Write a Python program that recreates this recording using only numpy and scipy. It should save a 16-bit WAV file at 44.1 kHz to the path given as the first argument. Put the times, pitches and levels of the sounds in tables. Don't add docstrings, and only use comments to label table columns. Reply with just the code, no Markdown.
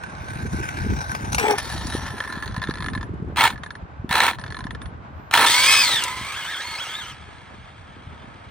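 import sys
import numpy as np
from scipy import signal
from scipy.fft import rfft, irfft, next_fast_len
from scipy.io import wavfile
from scipy.ndimage import uniform_filter1d

SR = 44100
rng = np.random.default_rng(int(sys.argv[2]) if len(sys.argv) > 2 else 0)


def field_ratio(decibels):
    return 10 ** (np.asarray(decibels, dtype=float) / 20)


def wav_record(signal):
    frames = np.transpose(np.atleast_2d(signal))
    bounded = np.clip(frames, -1, 1)
    quanta = np.round(bounded * 32767).astype(np.int16)
    wavfile.write(sys.argv[1], SR, quanta)


N = 375206
T = np.arange(N) / SR

# (time [s], rattle level [dB], left over right in the bass [dB])
ROLL = [
    (0.0, -41.5, -15.5),
    (0.64, -31.5, 2),
    (1.31, -34.5, 15.5),
    (1.5, -32.5, 4),
    (1.67, -34, 11),
    (2.38, -36, 0),
    (2.7, -43, 4.5),
    (3.04, -62, 0),
]
# (time [s], chatter level [dB])
RUN = [
    (5.46, -23.5),
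    (5.74, -22),
    (6.03, -30),
    (6.1, -34),
    (6.57, -35),
    (6.95, -36.5),
    (7.1, -39.5),
    (7.15, -45.5),
    (7.6, -49),
    (8.51, -50),
]
# (resonance [Hz], width [Hz], level [dB])
LOADED_BODY = [(939, 83, 7.5), (1330, 74, 4.5), (1768, 55, 7), (2170, 120, 0), (3380, 370, -1),
               (4100, 310, 0), (7300, 1300, -19), (8240, 210, -21.5), (9170, 90, -36.5), (9630, 120, -21)]
# (frequency [Hz], level [dB])
LOADED_FILL = [(300, -52), (800, -3), (2500, -2), (5000, -15.5), (7000, -12.5), (10000, -9), (13000, -19),
               (16000, -16.5)]


def evened(x):
    return x / np.sqrt(np.mean(x ** 2) + 1e-20)


def read(points, hz):
    f, value = np.transpose(points)
    return np.interp(np.log(hz + 1), np.log(f + 1), value)


def curves(rows):
    s, *columns = np.transpose(rows)
    gate = uniform_filter1d(1. * (T > s[0]) * (T < s[-1]), size=260)
    return [gate] + [np.interp(T, s, c) for c in columns]


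def band(x, lo_hz, hi_hz):
    return signal.sosfilt(signal.butter(3, [lo_hz, hi_hz], "bandpass", fs=SR, output="sos"), x)


def lowpassed(x, order, hz):
    return signal.sosfiltfilt(signal.butter(order, hz, fs=SR, output="sos"), x)


def wander(hz):
    sos = signal.butter(4, hz, fs=SR / 32, output="sos")
    coarse = signal.sosfilt(sos, rng.standard_normal(N // 32 + 2))
    return np.interp(np.arange(N) / 32, np.arange(len(coarse)), evened(coarse))


def field(colour, same):
    size = next_fast_len(N)
    hz = np.fft.rfftfreq(size, 1 / SR)
    left, other = rfft(rng.standard_normal((2, size)))
    same = np.clip(read(same, hz), -1, 1)
    pair = np.array([left, same * left + np.sqrt(1 - same ** 2) * other])
    return evened(irfft(pair * field_ratio(read(colour, hz)), size)[:, :N])


def traffic():
    # (frequency [Hz], level [dB])
    spectrum = [(180, -27.5), (300, -21.5), (600, -9), (647, -9), (1100, -8.5), (1240, -11), (1530, -10.5),
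                (1650, -15.5), (4660, -37.5), (8800, -50), (10200, -65.5), (14300, -100.5), (22000, -120)]
    # (frequency [Hz], left-right likeness [-1 to 1])
    likeness = [(60, 0.88), (130, 0.42), (290, 0.97), (640, -0.038), (1410, -0.35), (3100, 0.62),
                (6820, -0.44), (15000, -0.5)]
    # (time [s], level [dB])
    swell = [
        (0, 5.5),
        (3, 3),
        (5.2, 2.5),
        (7, -3),
        (8.5, 2.5),
    ]
    swell_db = np.interp(T, *np.transpose(swell)) + 1.45 * wander(8.3)
    return field_ratio(swell_db - 48) * field(spectrum, likeness)


def wind():
    # (time [s], level [dB])
    strength = [(0.0, -43), (0.57, -31), (0.75, -36), (0.92, -23), (1.04, -39), (1.3, -30), (1.55, -42),
                (1.85, -31), (2.2, -39.5), (2.9, -33), (3.3, -33), (3.74, -46), (4.07, -43.5),
                (4.69, -36.5), (5.25, -46), (6.2, -45), (6.6, -55.5), (7.0, -48), (7.9, -47.5), (8.08, -46),
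                (8.51, -46.5)]
    # (time [s], peak level [dB], frequency [Hz])
    gusts = [(0.354, -18, 145), (0.896, -23.5, 99.3), (1.204, -21.5, 193), (1.323, -19.5, 102),
             (1.464, -11.5, 507), (1.746, -18.5, 216), (1.945, -9.5, 282), (2.517, -43, 174),
             (2.574, -14, 147), (2.686, -9, 272), (2.959, -17.5, 190), (3.219, -14, 141),
             (4.04, -14.5, 212), (4.102, -16, 155.4), (4.489, -24, 119), (4.649, -16.5, 195),
             (3.27, -24, 303), (3.318, -25, 397), (6.207, -25, 200), (8.069, -24, 90), (0.208, -19, 93.5),
             (0.454, -15.5, 125), (1.096, -21, 85.6), (1.851, -19, 68.3), (2.245, -30, 84),
             (2.368, -18.5, 200), (3.128, -35.5, 108.4), (3.239, -30, 444), (3.295, -24, 347),
             (3.53, -22.5, 189), (3.831, -26.5, 87), (3.994, -18.5, 89), (4.921, -24, 165),
             (6.785, -37, 123.5), (7.788, -32.5, 81), (7.904, -41, 129)]
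    # (frequency [Hz], level [dB])
    rumble = [(20, -56), (40, 4.5), (75, 12), (130, 8.5), (200, 0), (300, -68)]
    # (frequency [Hz], level [dB])
    flutter = [(120, -23), (200, 1), (300, -4), (450, -10), (700, -57)]
    _, wind_db = curves(strength)
    same = [(1, 0.67), (2, 0.67)]
    out = field(rumble, same) * field_ratio(wind_db + 3.33 * wander(30) + 0.5)
    out += field(flutter, same) * field_ratio(wind_db - 8 + 5.3 * wander(52))
    t = np.arange(-700, 700) / SR
    for (s, peak_db, hz), phase in zip(gusts, rng.uniform(0, 2 * np.pi, len(gusts))):
        swing = np.cos(2 * np.pi * hz * t + phase)
        flip = field_ratio(peak_db - 2.5) * swing * np.exp(-(t * hz / 0.45) ** 2)
        out[:, round(s * SR) - 400:][:, :1400] += flip
    return out


def grit():
    # (time [s], peak level [dB])
    stones = [
        (1.869, -17),
        (5.913, -20),
        (6.038, -7),
    ]
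    out, t = np.zeros(N), np.arange(200) / SR
    for (s, peak_db), noise in zip(stones, rng.standard_normal((len(stones), 200))):
        out[round(s * SR):][:200] += field_ratio(peak_db + 3.0) * noise * np.exp(-((t - .0008) / 0.00019) ** 2)
    return band(out, 4000, 10500)


def body(modes, fill):
    hz = abs(np.fft.fftfreq(8192, 1 / SR))
    power = field_ratio(read(fill, hz)) ** 2
    power += sum(field_ratio(db) ** 2 / (1 + (2 * (hz - f) / w) ** 2) ** 1.027 for f, w, db in modes)
    log_gain = np.log(power) / 2
    decay = np.fft.ifft(np.exp(log_gain - 1j * signal.hilbert(log_gain).imag)).real[:4096]
    parts = []
    for kind in ("low", "high"):
        half = signal.butter(2, 3500, kind, fs=SR, output="sos")
        part = signal.sosfilt(np.vstack([half, half]), decay)
        parts.append(part / np.linalg.norm(part))
    return parts


def ring(low_drive, high_drive, response):
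    low = signal.oaconvolve(low_drive, response[0])[:N]
    return low + signal.oaconvolve(high_drive, response[1])[:N]


def knocks(per_s, spread_db, lump_hz, lump_db):
    size = field_ratio(spread_db * np.minimum(rng.exponential(1, N), 4)) * rng.choice([-1, 1], N)
    return evened(size * (rng.random(N) < per_s / SR) * field_ratio(lump_db * wander(lump_hz)))


def clack_drives(clacks, bright_db, decay_s, dull):
    low, high = np.zeros((2, N))
    t = np.arange(600) / SR
    bounces = rng.standard_normal((len(clacks), 600)) * np.exp(-t / .0045) * (1 - np.exp(-t / .0003))
    bounces /= np.linalg.norm(bounces, axis=1)[:, None]
    for (s, peak_db), bounce in zip(clacks, bounces):
        start = round(s * SR)
        treble = signal.lfilter([1], [1, -min(dull, .9)], bounce * np.exp(-t / decay_s))
        low[start:][:600] += field_ratio(peak_db + 15.5) * bounce
        high[start:][:600] += field_ratio(peak_db + bright_db) * treble
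    return np.array([low, high])


def coasting():
    # (resonance [Hz], width [Hz], level [dB])
    side_body = [(878, 110, 2), (1530, 90, 10), (2320, 450, -7), (3830, 430, -16), (5870, 240, -14.5),
                 (8400, 190, -23.5), (9620, 150, -14), (9900, 75, -26.5)]
    quarter_body = [(894, 170, -1.5), (1350, 79, -1.5), (1758, 120, 2.5), (3210, 560, -6.5),
                    (3890, 320, -2.5), (4400, 180, -2), (5560, 160, -1), (9550, 36, -0.5), (9800, 74, 5)]
    rear_body = [(1023, 66, 10), (1350, 140, 5.5), (1735, 102, 14), (2090, 110, -27), (3485, 320, -3),
                 (4170, 310, -3.5), (5630, 210, -19), (8230, 180, -44), (9400, 22, 3), (10480, 46, -4)]
    # (frequency [Hz], level [dB])
    coast_fill = [(400, -15), (900, -4.5), (2500, -17.5), (4500, -24.5), (7000, -21.5), (10000, -56),
                  (13000, -39), (16000, -55.5)]
    turn_s = [1.36, 1.6]
    treble_turn_s = [0.86, 2.66]
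    square_s = [1.95, 2.25]
    # (time [s], peak level [dB])
    bumps = [(0.0354, -22), (0.1506, -32), (0.2838, -27.5), (0.3855, -31), (0.4279, -32), (0.4623, -29.5),
             (0.5297, -25), (0.5985, -31), (0.624, -30), (0.688, -15.5), (0.7991, -45), (0.8185, -23.5),
             (0.9058, -31), (0.9338, -52), (0.9884, -23.5), (1.0146, -19), (1.116, -17.5), (1.1493, -15),
             (1.7076, -32), (1.739, -28.5), (1.7719, -37), (1.8193, -29), (1.8777, -32), (2.0558, -28.5),
             (2.1057, -30), (1.8996, -26), (1.9226, -24.5), (1.966, -25.5), (1.9959, -36), (2.181, -28),
             (2.203, -17), (2.238, -23), (2.2752, -24), (2.3002, -24.5), (2.3242, -19.5), (2.3551, -31),
             (2.4006, -29), (2.4239, -18.5), (2.4585, -23)]
    # (time [s], peak level [dB])
    snaps = [
        (1.297, -45.5),
        (1.321, -22.5),
        (1.3294, -17),
        (1.346, -10),
        (1.3833, -13.5),
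        (1.396, -16.5),
        (1.508, -16),
        (1.524, -27.5),
        (1.5816, -16),
    ]
    # (time [s], peak level [dB])
    stop_clacks = [(2.3778, -28.5), (2.4332, -24.5), (2.4771, -21.5), (2.493, -35), (2.511, -32),
                   (2.5215, -31), (2.579, -28), (2.617, -20), (2.638, -17.5), (2.6482, -25.5), (2.685, -24),
                   (2.755, -23.5), (2.543, -23.5), (2.5637, -18), (2.5965, -30), (2.6265, -18.5),
                   (2.6715, -23.5), (2.6967, -21.5), (2.7083, -19.5), (2.7383, -21.5), (2.7717, -23.5),
                   (2.7832, -25.5), (2.8041, -19.5), (2.8232, -18.5), (2.8421, -21.5), (2.861, -17),
                   (2.8838, -19.5), (2.8992, -28.5), (2.9334, -21), (2.9498, -17.5), (2.9755, -24.5),
                   (3.01, -26), (3.0284, -23.5),
                   (3.5019, -16), (3.5257, -29.5), (3.558, -31), (3.5775, -31.5), (3.6343, -20),
                   (3.661, -25.5), (3.705, -23.5), (3.7522, -28), (4.332, -22.5), (4.3854, -24),
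                   (4.3952, -27.5), (4.413, -27), (4.4383, -22), (4.4628, -24), (4.4785, -28),
                   (4.5034, -23), (4.5224, -23.5), (4.5447, -24), (4.567, -23), (4.5891, -23),
                   (4.6053, -25), (4.6405, -26), (4.667, -25.5), (4.7069, -21.5), (4.7488, -25.5),
                   (4.817, -25.5), (4.857, -28)]
    gate, rattle_db, _ = curves(ROLL)
    level_s, far_db, dulling_db_per_s = 1.576, -9, 15.5
    treble_db = np.where(T < level_s, far_db, -dulling_db_per_s * (T - level_s))
    rattle = gate * knocks(per_s=3000., spread_db=2.5, lump_hz=61.0, lump_db=2.5)
    drives = np.array([rattle * field_ratio(rattle_db - 2.5), rattle * field_ratio(rattle_db + treble_db - 7.0)])
    drives += clack_drives(bumps, bright_db=5.1, decay_s=.0053, dull=.06)
    drives += clack_drives(snaps, bright_db=11.7, decay_s=.015, dull=.022)
    drives += clack_drives(stop_clacks, bright_db=4.3, decay_s=.0048, dull=.57)
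    low, high = drives
    turn, late_turn, square = (np.interp(T, span, [0, np.pi / 2])
                               for span in (turn_s, treble_turn_s, square_s))
    side = ring(low * np.cos(turn), high * np.cos(late_turn), body(side_body, coast_fill))
    low, high = low * np.sin(turn), high * np.sin(late_turn)
    quarter = ring(low * np.cos(square), high * np.cos(square), body(quarter_body, coast_fill))
    rear = ring(low * np.sin(square), high * np.sin(square), body(rear_body, coast_fill))
    return side + quarter + rear


def glints(x):
    patch_hz, patch_s, depth_db = 600, .07, 2.2
    end = round(ROLL[-1][0] * SR)
    hz, t, z = signal.stft(x[:end + 8192], SR, nperseg=512, noverlap=384)
    patches = rng.standard_normal(z.shape)
    for _ in range(2):
        patches = uniform_filter1d(patches, round(patch_hz / hz[1]), 0)
        patches = uniform_filter1d(patches, round(patch_s / t[1]), 1)
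    depth = np.clip(hz / 3000, 0, 1)[:, None] * (t < 2.54)
    part = signal.istft(z * field_ratio(depth_db * depth * evened(patches)), SR, nperseg=512, noverlap=384)[1]
    return np.concatenate([part[:end], x[end:]])


def tone(rows, shake, shake_hz, flutter_db, under_db, third_db, shaft, under=1 / 2, twin_db=-60, blur=0):
    gate, hz, first_db, second_db = curves(rows)
    angle = 2 * np.pi * np.cumsum(hz * (1 + shake * wander(shake_hz))) / SR
    partials = [(under, first_db + under_db), (2 * under, first_db + twin_db), (1, first_db),
                (2, second_db), (3, second_db + third_db), (4, second_db + 1.3 * third_db)]
    on, lines = gate > 0, np.zeros(N)
    for k, db in partials:
        level = field_ratio((db + flutter_db * wander(shake_hz))[on])
        lines[on] += level * np.sin(k * angle[on] + blur * (k - 1) * wander(400)[on])
    return gate * np.sqrt(2) * lines * (1 + 0.14 * np.sin(shaft * angle))


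def judder():
    # (time [s], frequency [Hz], first partial [dB], second partial [dB])
    pitch = [(1.385, 462, -35.5, -26), (1.422, 460, -33, -44), (1.445, 432.3, -25, -20),
             (1.466, 420, -37, -24), (1.484, 418.4, -21.5, -31), (1.508, 405.5, -21.5, -15.5),
             (1.526, 433, -25.5, -38), (1.54, 406, -26, -21), (1.565, 430, -43, -53)]
    return tone(pitch, shake=.065, shake_hz=150, flutter_db=3, under_db=-26, third_db=-13, shaft=.08)


def switching():
    # (time [s], frequency [Hz], first partial [dB], second partial [dB])
    pitch = [
        (1.405, 7978, -50, -86),
        (1.47, 7880, -40, -85),
        (1.53, 8140, -57.5, -89),
    ]
    return tone(pitch, shake=.0003, shake_hz=60, flutter_db=2, under_db=-50, third_db=0, shaft=0)


def powered(tables, chatter, response):
    scrub = evened(band(knocks(per_s=940.0, spread_db=3.5, lump_hz=54.5, lump_db=-5.0), 244, 1100))
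    low, high, tyres = np.zeros((3, N))
    for rows in tables:
        gate, chatter_db, treble_db, scrub_db = curves(rows)
        low += gate * field_ratio(chatter_db - 1.5)
        high += gate * field_ratio(chatter_db + treble_db + 4.0)
        tyres += gate * field_ratio(chatter_db + scrub_db - 6.5)
    return ring(low * chatter, high * chatter, response) + tyres * scrub


def bursts():
    # (throttle on [s], off [s], chatter level [dB], start below it [dB], treble over it [dB])
    throttle = [
        (1.381, 1.516, -25.5, -5.5, -19.5),
        (3.368, 3.467, -16.5, 2, -18.5),
        (4.101, 4.287, -18, 9.5, -19.5),
        (5.33, 5.455, -13, 5, -16),
    ]
    build_s, release_s, release_db = 0.047, 0.084, -33.5
    scrub_start_db, scrub_db = -16.5, -6.5
    return [[(on, db - short_db, treble_db, scrub_start_db),
             (min(on + build_s, off - .005), db, treble_db, scrub_db),
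             (off, db, treble_db, scrub_db),
             (off + release_s, db + release_db, treble_db, scrub_db)]
            for on, off, db, short_db, treble_db in throttle]


def scrape():
    # (resonance [Hz], width [Hz], level [dB])
    scrape_body = [(830, 70, 1), (1570, 120, -4.5), (2300, 250, 8), (2830, 250, -8), (3390, 300, -6),
                   (4030, 300, -11.5), (4820, 300, -14.5), (5650, 480, -7)]
    chatter = knocks(per_s=3600.0, spread_db=2.5, lump_hz=90, lump_db=2.5)
    return powered(bursts()[:1], chatter, body(scrape_body, LOADED_FILL))


def throttle_chatter():
    chatter = knocks(per_s=3500., spread_db=2.5, lump_hz=110, lump_db=3)
    return powered(bursts()[1:], chatter, body(LOADED_BODY, LOADED_FILL))


def slams():
    # (time [s], peak level [dB])
    take_ups = [(3.3602, -19), (3.370, -10.5), (3.382, -10.5), (3.388, -10.5), (3.397, -9.5), (3.408, -3.5),
                (3.419, -6.5), (3.430, -7), (3.438, 0), (3.456, -7), (3.476, -9.5),
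                (4.092, -18), (4.11, -10), (4.127, -8), (4.14, -16), (4.154, -3), (4.167, -12.5),
                       (4.18, -7), (4.203, -1.5), (4.22, -6.5), (4.235, -6.5), (4.25, -14.5), (4.265, -6),
                       (4.283, -14),
                (5.3108, -12.5), (5.324, -19.5), (5.338, 3), (5.351, -3), (5.373, -3),
                       (5.385, -10.5), (5.395, -6.5), (5.407, -7.5), (5.424, -10.5), (5.437, -6.5),
                       (5.448, -10), (5.459, -13.5)]
    # (time [s], peak level [dB])
    far_bumps = [(7.1452, -38.5), (7.1811, -39), (7.252, -45.5), (7.3657, -49), (7.3827, -38),
                 (7.4161, -37.5), (7.5124, -46.5), (7.5453, -40)]
    blows = take_ups + far_bumps
    low, high = clack_drives(blows, bright_db=9.3, decay_s=.003, dull=.1)
    return field_ratio(-2.5) * ring(low, high, body(LOADED_BODY, LOADED_FILL))


def wheelspin():
    # (time [s], mesh frequency [Hz], first partial [dB], second partial [dB])
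    pitch = [
        (5.459, 1600, -36, -30),
        (5.52, 2070, -29, -25),
        (5.575, 2215, -22.5, -27),
        (5.645, 2290, -26, -26),
        (5.69, 2535, -21, -26),
        (5.815, 2525, -22, -25),
        (5.865, 2130, -32, -24),
        (5.978, 1751, -35, -27),
        (6.03, 1400, -39, -31),
        (6.15, 1200, -44, -60),
    ]
    return tone(pitch, shake=.004, shake_hz=130, flutter_db=3, under_db=-9, third_db=-19, shaft=.045,
                under=.69, blur=.75)


def lay_gear():
    # (time [s], mesh frequency [Hz], first partial [dB], second partial [dB])
    pitch = [(5.5, 915, -36.5, -49.5), (5.545, 968, -26, -29), (5.61, 1010, -30, -39),
             (5.7, 1085, -31, -20), (5.8, 1140, -32.5, -41), (5.83, 970, -34, -41), (5.95, 950, -41, -35),
             (6.02, 950, -66.5, -46.5)]
    return tone(pitch, shake=.02, shake_hz=120, flutter_db=3, under_db=-40, third_db=-10, shaft=.1)


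def axle():
    # (time [s], frequency [Hz])
    pitch = [
        (6.029, 990),
        (6.201, 1025),
        (6.32, 1077),
        (7.12, 1054),
    ]
    s, hz = np.transpose(pitch)
    db = np.interp(s, *np.transpose(RUN))
    rows = np.transpose([s, hz, db - 5 - 20 * (s - s[0]), db - 10])
    return tone(rows, shake=.015, shake_hz=60, flutter_db=3, under_db=-30, third_db=-8, shaft=.1)


def gripping():
    # (time [s], mesh frequency [Hz])
    grip = [(6.04, 983), (6.2, 1055), (6.33, 1205), (6.45, 1450), (6.58, 1611), (6.65, 2160), (6.77, 2170),
            (6.87, 2764), (7.04, 2900), (7.11, 3140), (7.14, 2320)]
    # (time [s], rise [Hz], half length [s])
    slips = [
        (6.383, 368.7, .06),
        (6.51, 341.2, 0.066),
        (6.819, 888, .05),
        (6.908, 475.5, .045),
        (6.979, 973, 0.074),
        (7.08, 193, 0.0233),
    ]
    # (time [s], its first partial [dB], its second partial [dB]), both over the mesh
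    second_gear = [
        (6.04, -22, -14),
        (6.42, -22, -10),
        (6.47, -20, 3),
        (6.61, -12, 4),
        (6.65, -3, -14),
        (6.8, -4, -14),
        (7.14, -4, -14),
    ]
    housing_hz, air_hz = 3400, 4500
    s = np.arange(grip[0][0], grip[-1][0], 1 / 500)
    road_hz = np.interp(s, *np.transpose(grip))
    chatter_db = np.interp(s, *np.transpose(RUN))
    hz = road_hz.copy()
    for at, rise_hz, half_s in slips:
        hz += rise_hz * np.cos(np.pi / 2 * np.clip((s - at) / half_s, -1, 1)) ** 2
    first_db = chatter_db - 5 + 14 * np.log2(hz / road_hz) - 2.5 * abs(np.log2(hz / housing_hz))
    second_db = chatter_db - 2.5 - 6 * abs(np.log2(2 * hz / housing_hz))
    second_db -= 15 * np.maximum(np.log2(2 * hz / air_hz), 0)
    _, under_db, twin_db = curves(second_gear)
    return tone(np.transpose([s, hz, first_db, second_db]), shake=.015, shake_hz=110, flutter_db=3.5,
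                under_db=under_db, third_db=-16, shaft=.07, under=.455, twin_db=twin_db, blur=.4)


def getaway():
    # (resonance [Hz], width [Hz], level [dB])
    run_body = [(928, 123, 2.5), (1281, 63, 7), (1678, 160, 4), (2183, 320, 2), (3284, 320, 1.5),
                (4060, 60, -30), (6430, 1100, -13), (8000, 240, -15.5), (8140, 750, -10), (9520, 360, -11)]
    # (frequency [Hz], level [dB])
    run_fill = [(300, -25.5), (800, -32.5), (2500, -4.5), (4500, -6.5), (7000, -23), (10000, -37),
                (13000, -27.5), (16000, -28.5)]
    treble_db, treble_loss, scrub_db = -2, 0.77, -11
    rows = [(s, db, treble_db + treble_loss * (db - RUN[0][1]), scrub_db) for s, db in RUN]
    chatter = knocks(per_s=9000., spread_db=1.5, lump_hz=90, lump_db=1.43)
    return powered([rows], chatter, body(run_body, run_fill))


def ports(x, echo_db):
    # (frequency [Hz], phase [rad])
    port_phase = [(0, 0), (1400, .05), (2070, .2), (2750, 1.1), (4100, 1.1), (6200, 1.5), (6800, 2.2),
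                  (7150, 3.1), (7500, 3.6), (8150, 6.28), (8900, 5.8), (9500, 4.5), (11500, 4.5),
                  (13000, 7), (13700, 6.28), (22050, 6.28)]
    # (frequency [Hz], level [dB])
    car_balance = [(500, 0), (1400, -2), (2800, -0.5), (5600, 2), (10000, -0.5), (14000, -3)]
    # (frequency [Hz], level [dB])
    scatter_colour = [(400, -2), (1400, -5), (2700, 0), (4100, 0), (5500, 4), (7000, 4), (8000, -8),
                      (9000, -3), (13000, 2)]
    # (time [s], delay [samples])
    right_late = [
        (0, 19.5),
        (1.3, 18),
        (1.45, 12),
        (1.68, 4),
        (1.9, -0.5),
    ]
    shadow_hz, shadow_db_per_sample = 1110, 0.06
    size = next_fast_len(N + 4096)
    hz = np.fft.rfftfreq(size, 1 / SR)
    half = np.exp(.5j * np.interp(hz, *np.transpose(port_phase)))
    half *= field_ratio(read(car_balance, hz) / 2)
    spectrum = rfft(x, size)
    pair = irfft(spectrum * np.array([half, 1 / half]), size)[:, :N]

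    scatter = rng.standard_normal((4, 2500)) * np.exp(-np.arange(2500) / 350)
    scatter = signal.lfilter([1, -.8], [1], scatter)
    scatter = rfft(scatter / np.linalg.norm(scatter[0]), size) * field_ratio(read(scatter_colour, hz))
    echoes = irfft(spectrum * scatter, size)[:, :N]
    drift = 2 * np.pi * 7 * T + 1.5 * wander(12)
    pair += field_ratio(echo_db) * (echoes[:2] * np.cos(drift) + echoes[2:] * np.sin(drift))

    low = lowpassed(pair[1], 4, 3000)
    deep = lowpassed(low, 4, shadow_hz)
    late = np.interp(T, *np.transpose(right_late))
    short = late * abs(late) / right_late[0][1]
    pair[1] += np.interp(T - late / SR, T, deep) + np.interp(T - short / SR, T, low - deep) - low
    pan_db = curves(ROLL)[-1] * (T < ROLL[-1][0])
    shade_db = shadow_db_per_sample * short
    bass = lowpassed(pair, 2, shadow_hz)
    panned = bass * field_ratio([pan_db / 2, -pan_db / 2])
    return panned + (pair - bass) * field_ratio([shade_db / 2, -shade_db / 2])


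def scene():
    car = glints(coasting()) + scrape() + slams() + throttle_chatter() + getaway()
    car += wheelspin() + lay_gear() + switching() + gripping() + axle() + judder() + grit()
    car_db = 10 * np.log10(abs(uniform_filter1d(car ** 2, size=4000)) + 1e-12)
    duck = field_ratio(-0.3 * np.maximum(car_db + 19.5, 0))
    return ports(car, echo_db=0.0) + duck * wind() + traffic()


def gated(part, open_db):
    part_db = 10 * np.log10(abs(uniform_filter1d((part ** 2).mean(0), size=900)) + 1e-14)
    return part * np.clip((part_db - open_db) / 5, 0, 1)


def top_cut(x):
    return signal.sosfilt(signal.butter(12, 16990, fs=SR, output="sos"), x)


def record(dry):
    # (frequency [Hz], level [dB])
    band_levels = [(20, -24), (48, 0), (10450, 0), (10750, -65), (12200, -65), (12500, 0), (15800, 0),
                   (16000, -40), (17000, -90)]
    mono_hz = 13600
    size = next_fast_len(N + 4096)
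    hz = np.fft.rfftfreq(size, 1 / SR)
    spectrum = rfft(.95 * np.tanh(dry / .95), size) * field_ratio(read(band_levels, hz))
    spectrum = np.where(hz > mono_hz, spectrum.mean(0), spectrum)
    rise = np.sin(np.pi / 2 * np.clip((hz - 9700) / 600, 0, 1)) ** 2
    parts = [1 - rise, rise * (hz < 11500), (hz >= 11500) * (hz < mono_hz),
             (hz >= mono_hz) * (hz < 15000), hz >= 15000]
    below, edge, *tops = (irfft(spectrum * part, size)[:, :N] for part in parts)
    top = sum(gated(part, open_db) for part, open_db in zip(tops, (-75, -78, -77)))
    mix = below + gated(edge, open_db=-73) + top
    return top_cut(mix)


dry = scene()
out = record(dry)
wav_record(out)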